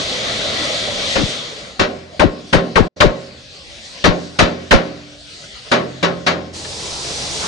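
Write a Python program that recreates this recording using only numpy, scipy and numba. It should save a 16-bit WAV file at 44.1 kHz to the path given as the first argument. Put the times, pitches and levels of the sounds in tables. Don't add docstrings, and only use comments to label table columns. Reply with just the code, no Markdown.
import sys
import numpy as np
from scipy import signal
from scipy.fft import rfft, irfft, next_fast_len
from scipy.io import wavfile
from scipy.ndimage import uniform_filter1d
from numba import njit

SR = 44100
rng = np.random.default_rng(int(sys.argv[2]) if len(sys.argv) > 2 else 0)


def log_audio(samples):
    frames = np.atleast_2d(samples).T
    limited = np.clip(frames, -1, 1)
    pcm = np.round(limited * 32767).astype(np.int16)
    wavfile.write(sys.argv[1], SR, pcm)


N = 329427
TIME = np.arange(N) / SR
SINCE_BLOW = TIME[:2 * SR]
SIDES = np.array([[1], [-1]])
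TOP_HZ = 10000

# start in seconds, strength in dB, crash tilt in dB per octave,
# relative twang level in dB, twang fall time in seconds, right-port twang relative to left in dB.
BLOWS = [(1.153, -11.5, 2, -13, 0.085, -10), (1.793, -5.5, 1.5, -8.5, 0.023, -17),
         (2.194, -3, 0, 0.5, 0.064, -22), (2.527, -1, 0, 0.5, .031, -14), (2.755, -1.5, 0, 2, 0.059, -19),
         (3.002, 1.5, 1, 2, .063, -17), (4.04, 0, 1, -1, 0.052, -14), (4.387, 2, 1.5, -3, 0.044, -9.5),
         (4.708, 2.5, 1.5, -1, .042, 2.5), (5.714, -2.5, .5, -31, 0.014, 0), (6.026, -6, .5, -26, .02, -11),
         (6.263, -4.5, 1.5, -31, 0.0093, 2)]
# frequency in Hz, relative level in dB, t60 in seconds.
PANEL_MODES = [(86.6, -14, 1.95), (130.5, -11.5, 1.42), (172.9, 4.5, 0.61), (192.5, -2.5, 0.51),
               (236, 1, 0.66), (293, -8, 1.11), (360, -21.5, 0.41), (389.5, 1.5, 0.67), (450, -16, 0.34),
               (542, 5, 0.57), (598, 2, 0.51), (614, -12.5, 1.17), (732, -4, 0.58), (1067, 0.5, 0.45),
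               (1495, -8, .2), (1680, -14, .18)]
# frequency in Hz, relative level in dB, t60 in seconds.
HIGH_MODES = [(8050, -39, .22), (8665, -33, .13), (8980, -39, .13), (9300, -43, .2)]
CONTACT_S, TWANG_RISE_S = 0.0035, 0.005
TWANG_START_HZ, TWANG_OCTAVES_PER_DB = 3001, 0.2


def blows(crash_db=6.5, echo_db=-6, panel_db=-16, high_db=3, twang_db=5):
    crashes, out = np.zeros((2, 2, N))
    for start_s, strength_db, tilt_db, fall_db, fall_s, right_db in BLOWS:
        push = undb(strength_db) * (1 - np.exp(-SINCE_BLOW / CONTACT_S))
        sheet = undb(crash_db) * crash(tilt_db, decay_factor=.9)
        add(crashes, sheet * push[:sheet.shape[1]], start_s)

        rings = undb(panel_db) * ring(PANEL_MODES) + undb(high_db) * ring(HIGH_MODES)
        add(out, rings * push, start_s)

        start_hz = TWANG_START_HZ * 2 ** (TWANG_OCTAVES_PER_DB * strength_db)
        ports = np.array([undb(port_db) * twang(fall_s, start_hz) for port_db in (0, right_db)])
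        rise = 1 - np.exp(-SINCE_BLOW[:ports.shape[1]] / TWANG_RISE_S)
        add(out, undb(fall_db + twang_db) * ports * rise, start_s)
    return out + early_echoes(crashes, echo_db)


# frequency in Hz, relative level in dB per Hz, t60 in seconds before decay_factor.
CRASH_BANDS = [(50, -16, 0.28), (97.3, -12, 0.38), (158, 0.5, 0.67), (615, 2.5, 0.51), (770, -2, 0.37),
               (1070, -1, 0.31), (2020, -3, 0.24), (2680, -8.5, 0.25), (3870, -9, 0.24), (6300, -20.5, .18),
               (7100, -34.5, 0.14), (9600, -43.5, 0.13)]


def crash(tilt_db, decay_factor, room_db=-21, room_t60_s=0.85, hold_s=0.009, rattle_db=1.0, size=36000):
    t = SINCE_BLOW[:size]
    out = np.zeros((2, size))
    age = np.hypot(t, hold_s) - hold_s
    rattle = undb(rattle_db * walk(159.7, size))
    room = undb(room_db - 60 * t / room_t60_s)
    for hz, pair in noise_bands(size):
        t60_s = over_hz(CRASH_BANDS, hz, axis=2) * decay_factor
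        sheet = rattle * undb(-60 * age / t60_s)
        build = 1 - np.exp(-t * hz / 4.9)
        level = undb(over_hz(CRASH_BANDS, hz) + tilt_db * np.log2(hz / 1000))
        out += pair * np.hypot(sheet, room) * build * level
    return out


def ring(modes, scatter_db=2.5):
    out = np.zeros((2, len(SINCE_BLOW)))
    for hz, db, t60_s in modes:
        size, detune, spread = rng.standard_normal(3)
        phase = 2 * np.pi * (hz * (1 + .003 * detune) * SINCE_BLOW + rng.random())
        port_phase = SIDES * spread * min(hz / 600, 1)
        port_gain = undb(.5 * SIDES * over_hz(PORTS, hz, axis=2))
        decay = undb(db + scatter_db * size - 60 * SINCE_BLOW / t60_s)
        out += port_gain * decay * np.sin(phase + port_phase)
    return out


def twang(fall_s, start_hz, knee_hz=170, thud_hz=26, sag_s=0.0066, fade_s=0.015,
          waver=.3, rough=0.35, swell_db=4, flap=0.37):
    t = SINCE_BLOW[:SR // 4]
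    size = len(t)
    to_come = np.clip(1 - t / fall_s, 0, 1)
    after_s = np.maximum(t - fall_s, 0)
    hz = knee_hz * (start_hz / knee_hz) ** to_come * np.exp(-after_s / sag_s) + thud_hz
    hz = hz * np.exp(waver * (walk(908, size) + .5 * walk(130.0, size)))
    tone = (1 + rough * walk(300, size)) * np.sin(2 * np.pi * np.cumsum(hz) / SR)
    flapping = flap * walk(320.4, size)
    return (tone + flapping) * undb(-swell_db * to_come) * np.exp(-after_s / fade_s)


# time in seconds, relative hiss level in dB, roar level in dB.
HEATING = [(0.0, -24, -24), (0.042, -25.5, -29.5), (0.548, -24.5, -26), (0.81, -23.5, -29),
           (0.894, -26.5, -26.5), (1.12, -22.5, -29.5)]
# time in seconds, hiss level in dB.
ASIDE = [(1.6, -40.5), (2.1, -47), (2.4, -39), (3.4, -40), (3.95, -36.5), (5.1, -40.5), (5.35, -36),
         (6.5, -46)]
# frequency in Hz, relative level in dB per Hz.
HEATING_COLOUR = [(18, -43), (30, -16.5), (113, -6.5), (371, -9), (546, -1), (647, -3.5), (907, -17),
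                  (1180, -11), (1740, -15.5), (2010, -6.5), (2690, -12.5), (3450, -2.5), (4450, -7.5),
                  (5100, -12.5), (6130, -14), (9700, -29.5), (12600, -52), (21300, -120)]
# frequency in Hz, relative level in dB per Hz.
ASIDE_COLOUR = [(18, -54), (30, -32), (54, -2.5), (70, -7.5), (91, -8.5), (103, -12), (180, -10.5),
                (380, -16.5), (631, -8.5), (952, -25.5), (1070, -21), (4370, -6), (9700, -28),
                (12600, -105), (21300, -120)]
# frequency in Hz, relative level in dB per Hz.
RETURN_COLOUR = [(18, -36), (30, -12), (68, 0.5), (93, -10), (128, -4), (277, -9.5), (429, -3), (546, -7),
                 (616, -7), (1620, -15), (4160, -2.5), (5980, -5), (9700, -14.5), (12600, -45),
                 (21300, -120)]
HEATING_HISS_DB = -0.5
SWING_S, SWING_END_S, BACK_S = 1.3, 1.72, 6.55
SWING_HISS_DB_PER_S, SWING_ROAR_DB_PER_S = 50, 29
ASIDE_ROAR_DB = -44
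RETURN_HISS_DB, RETURN_ROAR_DB = -33, -37
NEARING_HISS_DB_PER_S, NEARING_ROAR_DB_PER_S = 8, 7


def torch():
    away_s, back_s = np.maximum(TIME - SWING_S, 0), np.maximum(TIME - BACK_S, 0)
    knot_s, hiss_db, roar_db = np.transpose(HEATING)
    hiss_db = np.interp(TIME, knot_s, hiss_db) + HEATING_HISS_DB - SWING_HISS_DB_PER_S * away_s
    roar_db = np.interp(TIME, knot_s, roar_db) - SWING_ROAR_DB_PER_S * away_s
    heating = flame(0, SWING_END_S, hiss_db, roar_db, HEATING_COLOUR,
                    pan_share=0.7, fade_s=.06, flutter_db=0.5, flicker_db=3.0)

    aside_hiss_db = np.interp(TIME, *np.transpose(ASIDE))
    aside = flame(ASIDE[0][0], BACK_S, aside_hiss_db, ASIDE_ROAR_DB, ASIDE_COLOUR,
                  pan_share=0.7, fade_s=.1, flutter_db=1.5, flicker_db=6.0)

    return_hiss_db = RETURN_HISS_DB + NEARING_HISS_DB_PER_S * back_s
    return_roar_db = RETURN_ROAR_DB + NEARING_ROAR_DB_PER_S * back_s
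    back = flame(BACK_S, TIME[-1], return_hiss_db, return_roar_db, RETURN_COLOUR,
                 pan_share=0.36, fade_s=.025, flutter_db=0.55, flicker_db=2.5)
    return heating + aside + back


def flame(from_s, to_s, hiss_db, roar_db, colour, pan_share, fade_s, flutter_db, flicker_db):
    gate = np.interp(TIME, [from_s - fade_s, from_s, to_s, to_s + fade_s], [0, 1, 1, 0])
    span = gate > 0
    size = span.sum()
    flutter = walk(22.29, size)
    roar, hiss = np.zeros((2, 2, size))
    for hz, pair in noise_bands(size, pan_share, count=44):
        jet = np.clip(np.log2(hz / 1400), 0, 1)
        unrest_db = (1 - .5 * jet) * (flutter_db * flutter + flicker_db * walk(17, size))
        band = pair * undb(over_hz(colour, hz) + unrest_db)
        hiss += jet * band
        roar += (1 - jet) * band
    hiss_gain = (gate * undb(hiss_db))[span] / band_rms(hiss, 2500, 7000)
    roar_gain = (gate * undb(roar_db))[span] / band_rms(roar, 200, 1500)
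    out = np.zeros((2, N))
    out[:, span] = hiss * hiss_gain + roar * roar_gain
    return out


def tick(start_s=6.645, level_db=-22.5, tilt_db=4, decay_factor=.26):
    out = np.zeros((2, N))
    add(out, undb(level_db) * crash(tilt_db, decay_factor), start_s)
    return out


# swell start in seconds, full level in seconds.
RASP_SPAN = (7.38, 7.45)


def rasp(hz, db, grain_db=2):
    sos = signal.butter(2, [hz / np.sqrt(2), hz * np.sqrt(2)], "band", fs=SR, output="sos")
    grain = signal.sosfilt(sos, rng.standard_normal((2, N))) * undb(grain_db * walk(90, N))
    return grain / np.std(grain) * undb(db) * np.interp(TIME, RASP_SPAN, [0, 1])


def early_echoes(x, echo_db, span_s=.022, low_hz=700, count=24):
    taps = np.zeros(SR // 10)
    delay_s = np.clip(span_s * rng.uniform(.1, 1, count), 0, .09)
    np.add.at(taps, (SR * delay_s).astype(int), rng.choice([-1, 1], count))
    sos = signal.butter(2, low_hz, "high", fs=SR, output="sos")
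    response = signal.sosfilt(sos, taps) * undb(echo_db) / np.sqrt(count)
    response[0] += 1
    return signal.oaconvolve(x, response[None], axes=1)[:, :N]


# frequency in Hz, correlation before clipping to +-0.95, left minus right in dB at full pan share.
PORTS = [(60, 0.4, 2), (150, 0.9, -3), (300, 0.82, -0.5), (580, 0.75, -5.5), (1110, 0.04, 7.5),
         (2600, 0, 5.5), (4500, 0.38, 1.5), (6140, 0.79, -0.5), (8850, 0.01, -14)]


def noise_bands(size, pan_share=1, count=26):
    centres = np.geomspace(30, TOP_HZ, count)
    length = next_fast_len(size, real=True)
    log_hz = np.log(np.arange(length // 2 + 1) * SR / length + 1)
    white = rfft(rng.standard_normal((2, length))).astype(np.complex64)
    for hz, share in zip(centres, np.eye(count)):
        weight = np.interp(log_hz, np.log(centres), share).astype(np.float32)
        mid, side = irfft(white * weight, length)[:, :size]
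        alike = np.clip(over_hz(PORTS, hz), -.95, .95)
        pair = np.sqrt(1 + alike) * mid + np.sqrt(1 - alike) * SIDES * side
        yield hz, pair * undb(.5 * SIDES * pan_share * over_hz(PORTS, hz, axis=2))


def undb(db):
    return 10 ** (np.asarray(db) / 20)


def over_hz(table, hz, axis=1):
    table = np.array(table)
    return np.interp(np.log(hz), np.log(table[:, 0]), table[:, axis])


def walk(rate_hz, size):
    steps = np.arange(size) / SR * rate_hz
    knots = rng.standard_normal(int(steps[-1]) + 2)
    return 0.98 * np.interp(steps, np.arange(len(knots)), knots)


def band_rms(x, low_hz, high_hz):
    sos = signal.butter(2, [low_hz, high_hz], "band", fs=SR, output="sos")
    return np.std(signal.sosfilt(sos, x.mean(axis=0)))


def add(out, sound, start_s):
    start = int(start_s * SR)
    out[:, start:start + sound.shape[1]] += sound[:, :N - start]


def scene():
    return blows() + early_echoes(torch(), echo_db=-11.5) + tick() + rasp(hz=1070, db=-25.5)


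@njit
def follow(x, attack, release):
    out, level = np.empty(len(x)), 0.
    for i in range(len(x)):
        level += (x[i] - level) * (attack if x[i] > level else release)
        out[i] = level
    return out


# start in seconds, end in seconds.
DROPOUT = (2.879, 2.965)


def record(dry, knee_db=-11, squeeze=0.39, attack_s=0.0029, release_s=0.38, ahead_s=.003):
    level = follow(np.abs(dry).max(axis=0), 1 / (attack_s * SR), 1 / (release_s * SR))
    level = np.interp(TIME + ahead_s, TIME, level)
    ducked = dry * np.minimum(undb(knee_db) / (level + 1e-9), 1) ** squeeze
    is_open = (TIME < DROPOUT[0]) | (TIME > DROPOUT[1])
    open_share = uniform_filter1d(1. * is_open, size=400)
    clipped = np.clip(ducked, -.95, .95) * np.maximum(open_share, undb(-50))
    return signal.sosfilt(signal.ellip(10, .2, 70, TOP_HZ, fs=SR, output="sos"), clipped)


dry = scene()
out = record(dry)
log_audio(out)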